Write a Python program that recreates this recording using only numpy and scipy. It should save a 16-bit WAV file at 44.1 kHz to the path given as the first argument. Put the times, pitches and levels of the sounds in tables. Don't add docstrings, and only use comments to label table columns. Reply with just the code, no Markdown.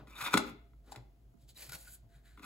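import sys
import numpy as np
from scipy import signal
from scipy.fft import rfft, irfft
from scipy.io import wavfile

SR = 44100
rng = np.random.default_rng(int(sys.argv[2]) if len(sys.argv) > 2 else 0)


def waveform_to_disk(signal):
    frames = np.transpose(np.atleast_2d(signal))
    scaled = np.clip(frames, -1, 1) * 32767
    samples = np.round(scaled).astype(np.int16)
    wavfile.write(sys.argv[1], SR, samples)


N = 108045
TIME = np.arange(N) / SR


def amp(db):
    return 10 ** (np.asarray(db) / 20)


def unit(x):
    return x / np.sqrt(np.mean(x ** 2) + 1e-20)


def read(points, hz):
    f, value = np.transpose(points)
    return np.interp(np.log(hz + 1), np.log(f + 1), value)


def level(curve):
    s, db = np.transpose(curve)[:2]
    return amp(np.interp(TIME, s, db)) * (TIME >= s[0]) * (TIME <= s[-1] + .01)


def add(mix, start_s, sound):
    part = mix[max(round(start_s * SR), 0):][:len(sound)]
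    part += sound[:len(part)]


def colour(x, points, peaks=(), size=4096):
    hz = abs(np.fft.fftfreq(size, 1 / SR))
    db = read(points, hz) + sum(boost / (1 + (2 * (hz - f) / width) ** 2) for f, width, boost in peaks)
    minimum_phase = np.exp(np.conj(signal.hilbert(np.log(amp(db)))))
    taps = np.fft.ifft(minimum_phase).real[:size // 2]
    return signal.fftconvolve(x, taps / np.linalg.norm(taps))[:len(x)]


def waver(hz, width_hz):
    f = np.fft.fftfreq(N, 1 / SR)
    slow = np.fft.ifft(np.exp(2j * np.pi * rng.random(N)) / (1 + (2 * f / width_hz) ** 4) ** .5)
    carrier = np.exp(2j * np.pi * np.cumsum(hz * np.ones(N)) / SR)
    return unit((slow * carrier).real)


def fibres(hiss, per_s=2200, spread_db=3.5):
    slipping = rng.random(N) < per_s / SR
    sizes = amp(spread_db * np.minimum(rng.exponential(1, N), 3.5))
    slips = slipping * sizes * rng.choice([-1, 1], N)
    return unit(unit(slips) + hiss * rng.standard_normal(N))


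def grip(spread_db=2.3, width_hz=130):
    return unit(amp(spread_db * waver(0, width_hz)))


# frequency_hz, coherence
MIC_COHERENCE = [(50, 0.75), (130, 0.5), (280, 0.86), (600, 0.13), (2000, 0.033), (5500, 0.12),
                 (6800, 0.99), (16000, 1)]
def diffuse(pair):
    (left, other), size = rfft(pair), pair.shape[1]
    same = np.clip(read(MIC_COHERENCE, np.fft.rfftfreq(size, 1 / SR)), -1, 1)
    right = same * left + np.sqrt(1 - same ** 2) * other
    return irfft(np.array([left, right]), size)


# frequency_hz, gain_db
AIR_COLOUR = [(20, -25.5), (45, -5), (75, -10.5), (173, -16), (313, -20.5), (509, -28.5), (684, -28),
              (1080, -37.5), (7300, -47.5), (15500, -44)]
# pitch_hz, width_hz, level_db
HUM_TONES = [(54.1, 8.7, -61), (120, 21, -73), (684, 12, -82.5)]
def room_tone(air_db=-67.5):
    air_gain = amp(read(AIR_COLOUR, np.fft.rfftfreq(N, 1 / SR)))
    air = irfft(rfft(rng.standard_normal((2, N))) * air_gain, N)
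    hum = sum(amp(db) * waver(hz, width) for hz, width, db in HUM_TONES)
    return amp(air_db) * unit(diffuse(air)) + hum


# time_s, level_db
TAIL_AND_RUBS = [
    [(0, -55.5), (.06, -72.5), (.16, -71), (.2, -60)],
    [(.84, -83.5), (.885, -61.5), (.91, -65), (.98, -59.5), (1.05, -95)],
]
# time_s, level_db
SHIFT_CURVE = [(.84, -90), (.868, -76), (.91, -72), (.92, -53.5), (.938, -73.5), (.969, -69), (.985, -82.5),
               (1.05, -94)]
# time_s, level_db
BRUSH_CURVE = [(1.38, -90), (1.42, -73.5), (1.445, -78.5), (1.465, -90.5), (1.493, -58), (1.51, -63.5),
               (1.535, -89)]
# time_s, level_db
TURN_CURVE = [(2.09, -81), (2.16, -69.5), (2.225, -87.5), (2.258, -66.5), (2.37, -76)]
# frequency_hz, gain_db
DULL_TONE = [(80, -14), (300, 1), (700, -8), (1350, -9.5), (2200, -19.5), (4000, -22), (7000, -40)]
BRUSH_TONE = [(100, -11.5), (1900, -12.5), (2900, -4), (4200, 3), (5800, -6.5), (7500, 1), (16000, -9)]
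TURN_TONE = [(100, -20), (1000, -10), (1550, 7), (2800, -7), (4200, -1), (5600, -16), (7500, -5),
             (16000, -15.5)]
def tail_and_fingers():
    layers = [(level(BRUSH_CURVE) + level(SHIFT_CURVE), BRUSH_TONE),
              (level(TURN_CURVE), TURN_TONE),
              (sum(level(curve) for curve in TAIL_AND_RUBS), DULL_TONE)]
    return sum(colour(gain * fibres(hiss=1.064, per_s=3300, spread_db=2.5), tone)
               for gain, tone in layers)


# start_s, level_db, pitch_hz
HAND_BUMPS = [(.01, -44, 126), (.22, -48.5, 118), (0.347, -39.5, 124), (0.509, -43, 121.4),
              (0.971, -40, 121), (1.428, -54, 125.6), (1.679, -48.5, 132), (1.734, -46.5, 161.6),
              (2.028, -51, 113.3), (2.151, -51, 131.7)]
def table_bumps(rise_s=.012, t60_s=.14):
    out, t = np.zeros(N), np.arange(SR // 3) / SR
    envelope = (1 - np.exp(-t / rise_s)) * amp(-60 * t / t60_s)
    rustle_tone = [(40, -9.5), (140, -2.5), (350, -19), (800, -25), (3000, -55.5)]  # frequency_hz, gain_db
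    for start_s, db, hz in HAND_BUMPS:
        rustle = colour(rng.standard_normal(len(t)), rustle_tone)
        add(out, start_s, amp(db) * envelope * (np.sin(2 * np.pi * hz * t) + .55 * rustle))
    return out


# time_s, level_db
FIRST_SLIDE = [(.066, -86), (.075, -65.5), (.15, -60), (.185, -47.5), (.205, -44.5), (.213, -38.5),
               (.245, -42.5), (.27, -36.5), (.294, -49.5), (.326, -44.5), (.336, -30), (.347, -42.5),
               (.39, -49.5), (.44, -60), (.49, -52.5), (.53, -75), (.6, -100)]
SECOND_SLIDE = [(2.368, -95), (2.376, -60), (2.412, -71.5), (2.428, -58.5), (2.45, -48.5)]
# frequency_hz, gain_db
SLOT_TONE = [(60, -19), (300, -22), (1100, -6.5), (1750, -9.5), (2500, -11.5), (3100, -17.5), (4300, -13.5),
             (5100, -18), (7000, -17.5), (12500, -17), (16000, -24)]
# pitch_hz, width_hz, gain_db
SLOT_RESONANCES = [(1290, 320, -4), (2400, 360, -7), (3620, 200, -12.5)]
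def slot_scrape(bend_share=.015, bend_hz=30):
    push = level(FIRST_SLIDE) + level(SECOND_SLIDE)
    grit = colour(push * grip() * fibres(hiss=.5, per_s=1100, spread_db=-1.5), SLOT_TONE)
    ringing = np.zeros(N)
    for hz, width, db in SLOT_RESONANCES:
        flare = amp(db) * grip()
        bent_hz = hz * (1 + bend_share * waver(0, bend_hz))
        ringing += flare * waver(bent_hz, width)
    return amp(-4) * grit + push * ringing


def ring(modes, t, tilt_db=0, spread_db=1.5, detune_share=.015, max_cycles=70):
    hz, db, t60 = np.transpose(modes)[:, :, None]
    t60 = np.minimum(t60, max_cycles / hz)
    favour, detune = rng.standard_normal((2, len(hz), 1))
    gain = amp(db + tilt_db * np.log2(hz / hz[0]) + spread_db * favour)
    sign = (-1) ** np.arange(len(hz))[:, None]
    tones = np.sin(2 * np.pi * hz * (1 + detune_share * detune) * t)
    return (sign * gain / np.linalg.norm(gain) * amp(-60 * t / t60) * tones).sum(0)


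# frequency_hz, gain_db
CRACK_TONE = [(100, -17), (600, 5), (2200, 4), (3000, -1), (4300, 2), (6000, -3), (7500, 0.5), (9000, -6),
              (10300, -1), (13000, -17), (16000, -10.5)]
def crack(t, rise_s=.0011, t60_s=.018):
    grit = rng.standard_normal(len(t)) * (1 - np.exp(-t / rise_s)) * amp(-60 * t / t60_s)
    return .5 * colour(grit, CRACK_TONE)


# start_s, ring_db, tilt_db_per_octave, crack_db, thud_db
STRIKES = [(0.0711, -48.5, -1.5, -51.5, -53), (0.2115, -32, 10, -44, -60), (.2613, -20.5, -6, -42, -46),
           (.281, -25, -8, -52, -54), (.333, -40, 2, -21.5, -71), (0.3381, -11, -9, -14.5, -31),
           (0.3403, -14, 4, -15, -18), (.347, -21, -2, -31.5, -47.5), (0.372, -13.5, 4, -15, -48.5),
           (0.3749, -24.5, 7.5, -11, -32), (0.3776, -26, -3, -28.5, -56.5),
           (0.489, -41.5, -0.5, -44.5, -50.5), (0.733, -59, -6, -76, -63), (0.951, -47.5, -8, -61.5, -57.5),
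           (.9596, -42, 5, -36, -58), (0.974, -48, -5.5, -67.5, -58), (2.3745, -45.5, -3.5, -67, -55),
           (2.394, -45, -0.5, -76.5, -51.5), (2.431, -42, -1, -42, -51), (2.442, -43.5, 6, -44, -56)]
# start_s, ring_db, crack_db
SETTLE_TICKS = [(.921, -35, -40.5), (.926, -56.5, -37)]
# pitch_hz, gain_db, t60_s
PANEL_MODES = [(979, 0, 0.02), (1114, 0, 0.016), (1295, 4.5, 0.018), (1416, 3.5, 0.03),
               (1760, -10.5, 0.013), (2036, 3.5, 0.014), (2176, 0, 0.031), (2725, -8.5, 0.031),
               (3433, -4, 0.028), (4080, -4, .035), (4590, -14.5, 0.025), (7220, -16, 0.022),
               (8280, -16, 0.026)]
TOWER_MODES = [(188.8, -7, 0.29), (224, -7.5, 0.22), (252.8, -0.5, 0.11), (304, -7, .11), (394.4, -3, 0.09),
               (528, -17, 0.21), (718.3, -15, .2)]
TICK_MODES = [(815, 4.5, 0.025), (1044, -10, 0.028), (4710, -5.5, 0.013), (7340, 4, 0.015)]
def knocks(ring_rise_s=.00048, thud_rise_s=.0032):
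    out, t = np.zeros(N), np.arange(SR // 2) / SR
    onset = 1 - np.exp(-t / ring_rise_s)
    thud = ring(TOWER_MODES, t) * (1 - np.exp(-t / thud_rise_s))
    for start_s, ring_db, tilt_db, crack_db, thud_db in STRIKES:
        click = amp(crack_db) * crack(t) + amp(ring_db) * ring(PANEL_MODES, t, tilt_db) * onset
        add(out, start_s, click + amp(thud_db) * thud)
    for start_s, ring_db, crack_db in SETTLE_TICKS:
        add(out, start_s, amp(crack_db) * crack(t) + amp(ring_db) * ring(TICK_MODES, t) * onset)
    return out


# start_s, length_s, level_db, pitch_hz
EDGE_SQUEAKS = [(0.133, 0.0091, -54, 2482), (0.154, 0.031, -55, 3696), (0.212, 0.016, -47, 3580),
                (0.247, 0.033, -40, 3588), (1.556, 0.022, -62, 3940)]
def squeaks(width_hz=230):
    out = np.zeros(N)
    for start_s, length_s, db, hz in EDGE_SQUEAKS:
        progress = np.clip((TIME - start_s) / length_s, 0, 1)
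        swell = 2 * np.sqrt(progress * (1 - progress))
        out += amp(db) * swell * waver(hz, width_hz)
    return out


# time_s, level_db
FACE_CURVE = [(1.545, -73), (1.572, -56.5), (1.63, -49), (1.676, -60.5), (1.715, -57.5), (1.735, -52),
              (1.755, -46.5), (1.772, -65), (1.83, -66), (1.88, -59.5), (1.95, -79), (2.01, -98.5)]
TRAIL_CURVE = [(1.7, -82), (1.76, -66), (1.813, -56.5), (1.852, -64.5), (1.9, -58.5), (1.952, -53.5),
               (1.975, -82)]
# frequency_hz, gain_db
FACE_TONE = [(100, -13.5), (600, -0.5), (1100, -5.5), (2300, 2.5), (3300, -2), (4500, 2), (5700, -3),
             (8100, 1), (11500, 1), (16000, -5)]
TRAIL_TONE = [(1000, -25), (4400, -7), (5700, -14), (6700, -3), (8200, 1.5), (12500, -1.5), (16000, -7)]
# pitch_hz, width_hz, boost_db
LOOSE_RESONANCES = [(4510, 660, 2), (8050, 380, 5.5)]
# start_s, level_db
CLOTH_SNAGS = [(1.69, -41), (1.7187, -40.5), (1.731, -38)]
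# time_s, level_db, pitch_hz
PANEL_NOTE = [(1.678, -98, 1405), (1.697, -58.5, 1427), (1.711, -68, 1472), (1.737, -46.5, 1451),
              (1.773, -108, 1460), (1.841, -77, 1500), (1.879, -59.5, 1490), (1.899, -80, 1516),
              (1.959, -73, 1514)]
def table_drag(snag_rise_s=.003, snag_t60_s=.045):
    snags = sum(amp(db - 60 * abs(TIME - at) / snag_t60_s) * np.clip((TIME - at) / snag_rise_s, 0, 1)
                for at, db in CLOTH_SNAGS)
    slide = level(FACE_CURVE) * fibres(hiss=.93)
    trail = level(TRAIL_CURVE) * fibres(hiss=.93)
    grit = slide * np.sqrt(grip()) + snags * fibres(hiss=0)
    note_s, _, note_hz = np.transpose(PANEL_NOTE)
    note = level(PANEL_NOTE) * waver(np.interp(TIME, note_s, note_hz), width_hz=200)
    return colour(grit, FACE_TONE, LOOSE_RESONANCES) + colour(trail, TRAIL_TONE) + note


# frequency_hz, t60_s
TAIL_DECAY = [(100, 0.24), (300, .46), (1000, 0.38), (3000, 0.44), (6000, 0.32), (10000, 0.17),
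              (16000, 0.055)]
# frequency_hz, gain_db
TAIL_TONE = [(80, -12.5), (250, 4), (600, 4.5), (1500, -3), (4000, -3), (16000, -5)]
def room_echoes(x, tail_db=-13.5, gap_s=.0078, early_db=-7.5, early_t60_s=.1):
    t = np.arange(SR) / SR
    hz, frame_s, bands = signal.stft(rng.standard_normal((2, SR)), SR, nperseg=256)
    bands *= amp(-60 * frame_s / read(TAIL_DECAY, hz)[:, None] + read(TAIL_TONE, hz)[:, None])
    tail = signal.istft(bands, SR, nperseg=256)[1][:, :SR] * np.clip(t / gap_s - 1, 0, 1)
    early = rng.standard_normal((2, SR)) * amp(-60 * t / early_t60_s) * (t > .001)
    echoes = diffuse(amp(tail_db) * unit(tail) + amp(early_db) * unit(early)) / np.sqrt(SR)
    return signal.fftconvolve(x[None], echoes, axes=1)[:, :N]


def placed(x, left_lead_s, below_hz=6300):
    hz = np.fft.rfftfreq(N, 1 / SR)
    lead_s = left_lead_s * (1 - np.tanh((hz - below_hz) / 200)) / 2
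    turn = np.exp(1j * np.pi * hz * lead_s)
    return irfft(rfft(x) * np.array([turn, 1 / turn]), N)


def scene():
    tower = slot_scrape() + squeaks() + knocks()
    loose = table_drag() + tail_and_fingers()
    bumps = table_bumps()
    direct = placed(tower, left_lead_s=.00006) + placed(loose, left_lead_s=-.000045) + bumps
    return direct + room_echoes(tower + loose + bumps) + room_tone()


# frequency_hz, left_minus_right_db
MIC_BALANCE = [(40, -1), (125, -0.5), (300, 1.7), (1000, 3), (2200, 2.5), (3800, 1.5), (7000, 0),
               (16000, 0.5)]
def record(dry):
    lag_s, lag_from_hz, band_limit_hz = .00022, 6830, 15800
    hz = np.fft.rfftfreq(N, 1 / SR)
    treble_lag = np.exp(-1j * np.pi * lag_s * np.maximum(hz - lag_from_hz, 0))
    lean = amp(read(MIC_BALANCE, hz) / 2) * treble_lag
    ports = irfft(rfft(dry) * np.array([lean, 1 / lean]), N)
    lowpass = signal.firwin(511, band_limit_hz, window=("kaiser", 9), fs=SR)
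    return signal.oaconvolve(ports, lowpass[None], "same")


dry = scene()
out = record(dry)
waveform_to_disk(out)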